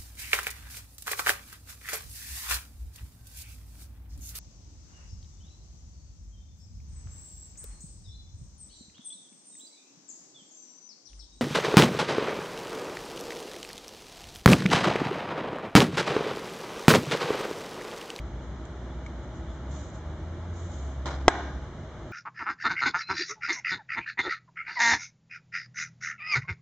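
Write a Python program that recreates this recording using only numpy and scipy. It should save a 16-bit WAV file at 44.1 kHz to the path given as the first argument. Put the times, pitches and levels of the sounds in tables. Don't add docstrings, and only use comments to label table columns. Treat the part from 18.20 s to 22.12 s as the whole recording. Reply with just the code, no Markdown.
import sys
import numpy as np
from scipy import signal
from scipy.fft import rfft, irfft
from scipy.io import wavfile

SR = 44100
rng = np.random.default_rng(int(sys.argv[2]) if len(sys.argv) > 2 else 0)


def digitize_waveform(pressure):
    field = np.atleast_2d(pressure).T
    bounded = np.clip(field, -1, 1)
    quanta = np.round(bounded * 32767).astype(np.int16)
    wavfile.write(sys.argv[1], SR, quanta)


def gain_from_db(level_db):
    decades = np.asarray(level_db, float) / 20
    return 10 ** decades


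N = 172872

# time in seconds, peak level in dB.
SNAP_CONTACTS = [
    (3.0810, 2.5),
    (3.0825, -21),
    (3.0839, -16),
    (3.0868, -22.5),
]
SHUT_S = SNAP_CONTACTS[0][0]
KNOCK_S = 2.856


def at_hz(points, hz, column=1):
    p = np.array(points)
    return np.interp(np.log(np.maximum(hz, 1)), np.log(p[:, 0]), p[:, column])


def resonance(hz, centre_hz, width_hz):
    return 1 / (1 + ((hz - centre_hz) / width_hz * 2) ** 2)


def rms_one(x):
    return x / np.sqrt(np.mean(x ** 2) + 1e-20)


def drift(rate_hz):
    r = np.exp(-2 * np.pi * rate_hz / SR)
    noise = rng.standard_normal(N + SR)
    return rms_one(signal.lfilter([1], [1, -2 * r, r * r], noise)[SR:])


def ring(x, hz, t60):
    r = gain_from_db(-60 / (t60 * SR))
    w = 2 * np.pi * hz / SR
    return signal.lfilter([0, np.sin(w)], [1, -2 * r * np.cos(w), r * r], x + 1e-18)


def click(s, db):
    x = np.zeros(N)
    x[int(s * SR)] = gain_from_db(db)
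    return x


def decay(s, t60):
    t = np.arange(N) / SR - s
    return (t >= 0) * gain_from_db(-60 * np.maximum(t, 0) / t60)


def swell(s, length):
    progress = np.clip((np.arange(N) / SR - s) / (1.3 * length), 0, 1)
    return np.sin(np.pi * progress ** .7) ** 2


def diffuse(gain_of_hz, size):
    # frequency in Hz, side against mid in dB.
    side_db = [(60, -11), (120, -29.5), (240, -25.5), (490, -23), (1000, -13), (2010, -6), (4060, -1),
               (8200, -3.5)]
    hz = np.fft.rfftfreq(size, 1 / SR)
    mid, side = rfft(rng.standard_normal((2, size))) * gain_of_hz(hz)
    side = side * gain_from_db(at_hz(side_db, hz))
    return irfft(np.array([mid + side, mid - side]), size)


def air():
    # frequency in Hz, density in dB per Hz.
    tone_db = [(22, -11.5), (36, -28), (60, 3.5), (130, 1.5), (330, -9.5), (1300, -18), (3300, -28.5),
               (7000, -42.5)]
    # frequency in Hz, width in Hz, boost in dB.
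    humps = [(365, 20, 5.5), (625, 76, 6.5), (845, 27, 6), (1350, 300, 2), (6300, 1700, 6)]

    def colour(hz):
        boost = sum(db * resonance(hz, f, width) for f, width, db in humps)
        return gain_from_db(at_hz(tone_db, hz) + boost) * (hz > 12)

    return gain_from_db(-41) * rms_one(diffuse(colour, N))


def drones():
    # frequency in Hz, t60 of the ring in seconds, level in dB.
    resonances = [(54.6, 0.3, -47.5), (78.9, 0.45, -56), (95.6, 0.44, -63), (113.6, 0.55, -66.5),
                  (331.5, 0.13, -54.5)]
    out = 0
    for hz, t60, db in resonances:
        noise = rng.standard_normal(N + SR)
        hum = ring(ring(noise, hz, t60), hz, t60)[SR:]
        out = out + gain_from_db(db) * rms_one(hum)
    return out


def engine():
    # time in seconds, firing rate in Hz, level in dB.
    pull = [(1.3, 62, -38.5), (1.45, 65.3, -35.5), (1.55, 70.5, -31), (1.68, 73.4, -49), (1.93, 77.7, -33),
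            (2.2, 84.8, -37), (2.43, 85.9, -34.5), (2.6, 84.6, -43), (2.7, 93.8, -66)]
    cruise = [(2.402, 76, -51.5), (2.552, 69.1, -35.5), (2.76, 67.1, -33), (3.001, 67.77, -30.5),
              (3.25, 70.4, -34), (3.44, 66.7, -35.5), (3.52, 63.3, -66)]
    # multiple of the firing rate, level in dB.
    orders = [(1, -2.5), (2, -17.5), (4, -19.5)]
    out, t = 0, np.arange(N) / SR
    for rows in (pull, cruise):
        s, hz, db = np.transpose(rows)
        phase = 2 * np.pi * np.cumsum(np.interp(t, s, hz)) / SR
        for order, order_db in orders:
            level_db = np.interp(t, s, db) + order_db + 1.5 * drift(6.0)
            out = out + np.sqrt(2) * gain_from_db(level_db) * np.sin(order * phase)
    return out


def room(x):
    # frequency in Hz, t60 in seconds, level in dB.
    bands = [(343, 0.58, -41.5), (606, 0.97, -49), (863, 0.54, -33), (1370, 0.69, -29), (2170, 0.6, -33.5),
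             (3380, 0.74, -42), (5200, 0.83, -47.5), (6460, 0.61, -54)]
    size, rise_s = SR, 0.0044
    response, t = 0, np.arange(size) / SR
    build_up = 1 - np.exp(-(t / rise_s) ** 2)
    for hz, t60, db in bands:
        band = rms_one(diffuse(lambda f: np.exp(-(np.log2(np.maximum(f, 1) / hz) / .4) ** 2), size))
        response = response + gain_from_db(db - 60 * t / t60) * band * build_up
    return signal.fftconvolve(x[None], response, axes=1)[:, :N]


def rubs():
    # start in seconds, length in seconds, level in dB.
    slides = [(.2, 0.082, -65), (1.017, 0.038, -62), (1.133, 0.074, -60.5), (1.27, 0.12, -63),
              (1.482, 0.14, -52), (1.572, 0.16, -56), (1.718, 0.086, -60.5), (2.313, 0.2, -54.5),
              (2.471, 0.17, -55.5), (2.57, 0.21, -59)]
    # start in seconds, length in seconds, frequency in Hz, level in dB.
    squeaks = [
        (0.692, 0.033, 3450, -59),
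        (1.265, .07, 3450, -60.5),
    ]
    hiss = rms_one(diffuse(lambda hz: resonance(hz, 6700, 2200) + gain_from_db(-4) * resonance(hz, 3300, 3000), N))
    grain = gain_from_db(1.5 * drift(60.0))
    out = hiss * grain * sum(gain_from_db(db) * swell(s, length) for s, length, db in slides)
    for s, length, hz, db in squeaks:
        squeal = rms_one(ring(rng.standard_normal(N), hz, 0.013))
        out = out + gain_from_db(db) * swell(s, length) * squeal
    return out


def ticks():
    # time in seconds, peak in dB, ring in Hz, ring t60 in seconds, crack level in dB.
    slips = [
        (.452, -51, 7500, .006, -42.5),
        (0.863, -33, 2230, 0.031, -41),
        (1.169, -63, 3300, 0.0092, -52),
        (1.788, -56, 6500, 0.0083, -62),
        (2.859, -29, 3350, 0.01, -35),
    ]
    out = np.zeros((2, N))
    for s, db, hz, t60, crack_db in slips:
        tone = ring(click(s, db), hz, t60)
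        crack = decay(s, .025) * rng.standard_normal((2, N))
        out += np.array([tone, np.roll(tone, 3)])
        out += gain_from_db(crack_db) * crack
    return out


def knock():
    # frequency in Hz, level in dB.
    colour_db = [(150, -22), (320, 1), (600, 5), (950, 2), (1600, -6), (3300, -10.5), (5000, -10.5),
                 (7500, -22)]
    rise_s, t60 = .002, 0.51
    burst = rms_one(diffuse(lambda hz: gain_from_db(at_hz(colour_db, hz)) * (hz > 90), N))
    rise = np.clip((np.arange(N) / SR - KNOCK_S) / rise_s, 0, 1)
    grain = gain_from_db(2.4 * drift(150))
    return gain_from_db(-33) * rise * burst * grain * decay(KNOCK_S, t60)


def snap():
    # frequency in Hz, level in dB, t60 in seconds.
    modes = [(331, -5, 0.01), (493, 1.5, 0.0065), (757, 1.5, 0.009), (908, -11, 0.029), (1098, -7, .015),
             (1262, -11.5, 0.022), (1635, -17, 0.045), (2040, -8.5, .013), (2495, -15.5, 0.021),
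             (3253, -6.5, 0.0069), (3810, -17.5, .01), (5340, -22, .008), (5600, -8.5, .008),
             (6900, -22.5, .008)]
    out = np.zeros((2, N))
    for hz, db, t60 in modes:
        for side in range(2):
            lag_s = side * .00007 * (hz > 1000)
            blows = sum(click(s + lag_s, hit_db + db) for s, hit_db in SNAP_CONTACTS)
            out[side] += ring(blows, hz, t60)
    t = np.arange(N) / SR - SHUT_S
    suck_s = .0008
    out = out - gain_from_db(-4) * np.exp(np.minimum(t, 0) / suck_s) * (t < 0)
    out = signal.sosfiltfilt(signal.butter(1, 160, "high", fs=SR, output="sos"), out)
    crack = rms_one(diffuse(lambda hz: (hz > 1500) / np.sqrt(np.maximum(hz, 1)), N))
    out = out + gain_from_db(-15) * decay(SHUT_S, .024) * crack
    return signal.sosfilt(signal.butter(4, 7400, fs=SR, output="sos"), out)


def scene():
    shut = snap()
    blows = click(SHUT_S, 3.5) + click(KNOCK_S, -13.5)
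    wet = room(gain_from_db(-28) * shut.mean(0) + blows)
    duck_db, recovery_s = -9, .07
    duck = gain_from_db(duck_db * decay(SHUT_S, recovery_s * np.log(1000)))
    background = air() + engine() + drones() + wet
    return shut + knock() + ticks() + rubs() + duck * background


def top_cut(x):
    return signal.sosfilt(signal.butter(12, 8800, fs=SR, output="sos"), x)


def record(dry):
    # frequency in Hz, width in Hz.
    notches = [(2600, 700), (4600, 650), (5420, 400), (7900, 380), (8105, 300)]
    x = dry
    for hz, width in notches:
        x = signal.lfilter(*signal.iirnotch(hz, hz / width, SR), x)
    top_hz = 7850
    low = signal.sosfilt(signal.butter(8, top_hz, "low", fs=SR, output="sos"), x)
    high = signal.sosfilt(signal.butter(8, top_hz, "high", fs=SR, output="sos"), x)
    whine = ring(dry, 8002, .1)
    x = low + gain_from_db(-16) * high + gain_from_db(-51) * whine
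    x = signal.sosfiltfilt(signal.butter(13, 8600, fs=SR, output="sos"), x)
    x = np.clip(x, -1.02, 1.02)
    x = signal.sosfiltfilt(signal.butter(14, 16000, fs=SR, output="sos"), x)
    return top_cut(np.clip(x, -1, 1))


dry = scene()
out = record(dry)
digitize_waveform(out)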